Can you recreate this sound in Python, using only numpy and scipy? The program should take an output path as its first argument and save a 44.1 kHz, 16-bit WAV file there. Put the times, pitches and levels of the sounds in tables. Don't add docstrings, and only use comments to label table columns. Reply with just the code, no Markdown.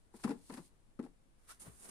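import sys
import numpy as np
from scipy import signal
from scipy.fft import rfft, irfft
from scipy.io import wavfile
from scipy.ndimage import uniform_filter1d

SR = 44100
rng = np.random.default_rng(int(sys.argv[2]) if len(sys.argv) > 2 else 0)


def generate_wav(sig):
    pcm = np.round(np.clip(np.atleast_2d(sig).T, -1, 1) * 32767).astype(np.int16)
    wavfile.write(sys.argv[1], SR, pcm)


N = 83790
TIME = np.arange(N) / SR


def from_db(db):
    return 10 ** (np.asarray(db) / 20)


def unit_rms(x):
    return x / np.sqrt(np.mean(x ** 2) + 1e-20)


def at_hz(points, hz):
    freqs, values = np.transpose(points)
    return np.interp(np.log(hz), np.log(freqs), values)


def envelopes(rows):
    times, *curves = np.transpose(rows)
    return [from_db(np.interp(TIME, times, db, left=-np.inf, right=-np.inf)) for db in curves]


def pan(db):
    pair = from_db(np.array([[.5], [-.5]]) * db)
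    return pair / np.sqrt(np.mean(pair ** 2, axis=0))


def white():
    return rng.standard_normal((2, N))


def grains(snaps_per_s=5000, spread_db=3.5, hiss_share=0.59, ripple_db=1.5, ripple_width_hz=110):
    sizes = from_db(spread_db * np.minimum(rng.exponential(1, N), 4))
    snaps = sizes * (rng.random(N) < snaps_per_s / SR) * white()
    source = np.sqrt(1 - hiss_share) * unit_rms(snaps) + np.sqrt(hiss_share) * white()
    bins = np.arange(N // 2 + 1)
    ripple = np.interp(bins * SR / N / ripple_width_hz, bins, rng.standard_normal(len(bins)))
    return irfft(rfft(source) * from_db(ripple_db * ripple), N)


def coloured(source, spectrum, correlation, pans=None):
    hz = np.maximum(np.arange(N // 2 + 1) * SR / N, 1)
    low_cut = hz / np.hypot(hz, spectrum[0][0] / 2)
    mid, side = rfft(source) * from_db(at_hz(spectrum, hz)) * low_cut
    alike = at_hz(correlation, hz)
    stereo = np.sqrt(1 + alike) * mid + np.sqrt(1 - alike) * side * [[1], [-1]]
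    balance = pan(at_hz(pans, hz)) if pans else 1
    return unit_rms(irfft(stereo * balance, N))


def swell(start_s, rise_s, decay_s):
    t = np.maximum(TIME - start_s, 0)
    shape = (1 - np.exp(-(t / rise_s) ** 2)) * np.exp(-t / decay_s)
    return shape / (shape.max() + 1e-12)


def thud(start_s, hz, rise_s):
    t = np.maximum(TIME - start_s, 0)
    envelope = (t / rise_s * np.exp(1 - t / rise_s)) ** 2
    return envelope * np.sin(2 * np.pi * hz * t)


# frequency in Hz, left-right correlation.
FAR_CORRELATION = [(60, -0.038), (300, 0.44), (700, 0.15), (1400, -0.28), (4000, 0.033)]
# frequency in Hz, relative density in dB.
AIR_SPECTRUM = [(20, 8), (45, 0.5), (100, -7), (250, -13), (500, -18.5), (1000, -23.5), (2500, -30),
                (6000, -35.5), (9500, -30.5), (11000, -35.5), (12300, -45), (16000, -55)]


def room_air(level_db=-66.5):
    return from_db(level_db) * coloured(white(), AIR_SPECTRUM, FAR_CORRELATION) * pan(db=2.5)


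def reverb(x, level_db=-14.5, t60_s=0.26, delay_s=0.0062):
    tail = white() * (TIME > delay_s) * np.exp(-np.log(1000) * TIME / t60_s)
    response = unit_rms(tail) / np.sqrt(N)
    return from_db(level_db) * signal.fftconvolve(x, response, axes=1)[:, :N]


# frequency in Hz, level in dB, rise in seconds.
BUMP_PARTIALS = [(64.4, -59.5, 0.035), (120, -52.5, 0.017), (172, -49.5, 0.012), (640, -56, 0.004)]


def bump(start_s=1.664):
    return sum(from_db(db) * thud(start_s, hz, rise_s) for hz, db, rise_s in BUMP_PARTIALS) * pan(db=5)


# frequency in Hz, left minus right in dB.
FLOOR_BALANCE = [(200, 5), (1300, 6.5), (2400, -0.5), (4400, 0.5), (8500, -6), (15000, 2.5)]
# time in seconds, crackle in dB, rustle in dB.
BAG_LEVELS = [(1.588, -92, -74), (1.6, -54.5, -87), (1.622, -51, -63.5), (1.648, -60, -63),
              (1.668, -60, -56), (1.695, -67, -61.5), (1.77, -64.5, -73.5), (1.805, -60.5, -70.5),
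              (1.856, -53, -57.5), (1.878, -62.5, -62), (1.893, -51, -57.5), (1.95, -67, -60)]
# frequency in Hz, relative density in dB.
CRACKLE_SPECTRUM = [(1500, -14), (3200, -19), (6000, -13), (7800, -7.5), (9400, 0), (11000, -9.5),
                    (13000, -22), (16000, -30)]
RUSTLE_SPECTRUM = [(80, -21), (200, 3), (400, -1), (700, -6), (1300, -8.5), (2400, -14.5), (5000, -23)]


def bag():
    crackle, rustle = envelopes(BAG_LEVELS)
    return (crackle * coloured(grains(), CRACKLE_SPECTRUM, FAR_CORRELATION, FLOOR_BALANCE)
            + rustle * coloured(grains(), RUSTLE_SPECTRUM, FAR_CORRELATION, FLOOR_BALANCE))


def squeak(peak_s=1.512, sigma_s=.011, level_db=-56, hz=1364, glide_hz_per_s=5100, rough_rad=.35):
    t = TIME - peak_s
    wobble = unit_rms(uniform_filter1d(rng.standard_normal(N), size=120))
    tone = np.sin(2 * np.pi * (hz + glide_hz_per_s * t / 2) * t + rough_rad * wobble)
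    envelope = from_db(level_db) * np.exp(-.5 * (t / sigma_s) ** 2)
    return envelope * tone * pan(at_hz(FLOOR_BALANCE, hz))


# time in seconds, level in dB.
SCUFF_LEVELS = [(1.38, -83), (1.47, -73), (1.492, -55), (1.519, -53), (1.532, -61), (1.56, -69.5),
                (1.6, -80)]
# frequency in Hz, relative density in dB.
SCUFF_SPECTRUM = [(420, -16.5), (650, -14.5), (900, -11), (1350, -3), (1700, -11.5), (3200, -15),
                  (4500, -14), (7000, -14.5), (9400, -8), (11000, -11), (13000, -24), (16000, -27)]


def scuff():
    grit = coloured(grains(), SCUFF_SPECTRUM, FAR_CORRELATION, FLOOR_BALANCE)
    return envelopes(SCUFF_LEVELS)[0] * grit + squeak()


# frequency in Hz, left-right correlation.
NEAR_CORRELATION = [(300, 0.97), (1000, 0.34), (2000, 0), (5000, 0)]
# time in seconds, sliding in dB, rolling in dB.
RUB_LEVELS = [(0, -84, -95.5), (.125, -87, -88), (.145, -69, -71), (.17, -62, -69), (.185, -69, -77),
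              (.205, -64, -64.5), (.228, -63.5, -79), (.241, -56.5, -49), (.262, -65.5, -57),
              (.28, -62, -54), (.315, -64.5, -55.5), (.355, -73.5, -69), (.42, -70.5, -86), (.49, -64, -80),
              (.505, -66, -54), (.52, -62.5, -63), (.542, -60, -56), (.56, -61.5, -66), (.58, -62, -55.5),
              (.605, -68.5, -66.5), (.665, -67, -90), (.715, -85, -87), (.975, -100, -94), (1.04, -77, -65),
              (1.11, -85, -91)]
# frequency in Hz, relative density in dB.
SLIDE_SPECTRUM = [(300, 2), (1100, -18), (2200, -9), (3000, -9), (4300, -2.5), (6200, -5.5), (9000, 2),
                  (11000, -3.5), (13000, -14.5), (16000, -19)]
ROLL_SPECTRUM = [(500, -2.5), (800, 2.5), (1150, -1), (1700, -6), (2400, -11.5), (3000, -17), (5000, -37)]


def rubbing():
    sliding, rolling = envelopes(RUB_LEVELS)
    return (sliding * coloured(grains(), SLIDE_SPECTRUM, NEAR_CORRELATION)
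            + rolling * coloured(grains(), ROLL_SPECTRUM, NEAR_CORRELATION) * pan(db=6.5))


# frequency in Hz, gain in dB, T60 in seconds.
TRAY_MODES = [(172.3, -25.5, 0.31), (234, -56, 0.13), (271.1, -15.5, 0.2), (355.4, -28.5, 0.21),
              (390, -17.5, .19), (451.4, -19.5, .15), (635, -27, 0.13), (830, -27, 0.11), (970, -37, 0.13),
              (1330, -54, 0.15), (1460, -43, .14)]


def tray(pushes):
    ringing = np.zeros(N)
    for hz, db, t60_s in TRAY_MODES:
        radius = np.exp(-np.log(1000) / (t60_s * SR))
        angle = 2 * np.pi * hz / SR
        feedback = [1, -2 * radius * np.cos(angle), radius ** 2]
        ringing += from_db(db) * signal.lfilter([0, np.sin(angle)], feedback, pushes + 1e-18)
    return ringing


# frequency in Hz, relative density in dB.
CLATTER_SPECTRUM = [(250, -2.5), (460, 11), (620, -0.5), (900, 1), (1350, -5), (1900, -8), (2800, -21.5),
                    (6000, -40)]
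TICK_SPECTRUM = [(800, -20), (2000, 4.5), (3000, -3.5), (4300, 1.5), (6200, -5), (9000, -2), (11000, -4),
                 (13000, -33), (16000, -33)]
# start in seconds, thud level in dB, thud pitch in Hz,
# thud rise in seconds, knock level in dB, knock pitch in Hz, tick level in dB.
APPLE_CONTACTS = [ (.1400, -52, 341, 0.0069, -55, 870, -79), (.1450, -49, 223, 0.0068, -63, 880, -84),
                  (0.2367, -47, 307, 0.0069, -54, 1670, -46), (.2425, -38, 415, 0.0042, -36, 1270, -47),
                  (0.2457, -26.5, 236.4, 0.0072, -45, 850, -70),
                  (.2590, -34.5, 209, 0.0048, -55, 1020, -84),
                  (0.276, -41.5, 270, 0.0062, -41, 1033, -55.5),
                  (0.2914, -32, 260, 0.0055, -44, 830, -53.5), (0.3057, -30, 272, 0.0055, -47, 1400, -53),
                  (.3120, -39, 450, .006, -43.5, 845, -59), (.3300, -41, 234, 0.0052, -63, 790, -70),
                  (.3510, -46.5, 240, .009, -72, 694, -84), (0.4968, -43, 261.4, 0.0072, -50, 1094, -58),
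                  (.5015, -50, 409, 0.003, -45, 1005, -74), (.5120, -48, 186, 0.012, -74, 790, -79),
                  (.5220, -53, 336, 0.0082, -73, 890, -63.5), (.5380, -45.5, 247, 0.01, -59, 1800, -51.5),
                  (0.5713, -53.5, 350, 0.0035, -59.5, 1510, -58.5),
                  (0.5776, -42, 251.5, 0.0046, -51, 1105, -60.5),
                  (.5860, -49.5, 341, 0.0084, -55, 810, -72), (.5920, -48.5, 173, .010, -63, 1100, -76),
                  (0.991, -42, 345, 0.0022, -51, 1264, -65), (0.9946, -31.5, 246, 0.0047, -44, 493, -70),
                  (1.012, -48, 254, 0.0083, -64, 800, -76), (1.026, -50, 338, 0.0071, -64, 775, -68),
                  (1.037, -45.5, 275, 0.0043, -70, 1280, -68), (1.048, -44, 271, 0.0039, -72, 890, -69),
                  (1.0615, -57.5, 370, 0.0056, -55, 800, -76)]


def apples(left_lead_s=0.00013):
    thuds, knocks, clatter_power, tick_power, pushes = np.zeros((5, N))
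    for start_s, thud_db, thud_hz, rise_s, knock_db, knock_hz, tick_db in APPLE_CONTACTS:
        thuds += from_db(thud_db) * thud(start_s, thud_hz, rise_s)
        knocks += from_db(knock_db) * thud(start_s, knock_hz, rise_s=0.002)
        clatter_power += (from_db(knock_db - 4) * swell(start_s, rise_s=0.0018, decay_s=0.0085)) ** 2
        tick_power += (from_db(tick_db) * swell(start_s, rise_s=0.001, decay_s=0.0083)) ** 2
        pushes += from_db(thud_db) * np.maximum(1 - abs(TIME - start_s) * SR, 0)
    left = thuds + tray(pushes)
    right = np.interp(TIME - left_lead_s, TIME, left)
    body = np.array([left, right]) * pan(db=4.5)
    clatter = np.sqrt(clatter_power) * coloured(white(), CLATTER_SPECTRUM, NEAR_CORRELATION)
    ticks = np.sqrt(tick_power) * coloured(grains(), TICK_SPECTRUM, NEAR_CORRELATION)
    return body + (knocks + clatter) * pan(db=6.5) + ticks * pan(db=3.5)


def scene():
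    impacts = bump() + apples()
    return room_air() + reverb(impacts) + rubbing() + scuff() + bag() + impacts


def record(dry):
    cutoff_hz = 15400
    return signal.sosfilt(signal.ellip(10, .1, 80, cutoff_hz, fs=SR, output="sos"), dry)


dry = scene()
out = record(dry)
generate_wav(out)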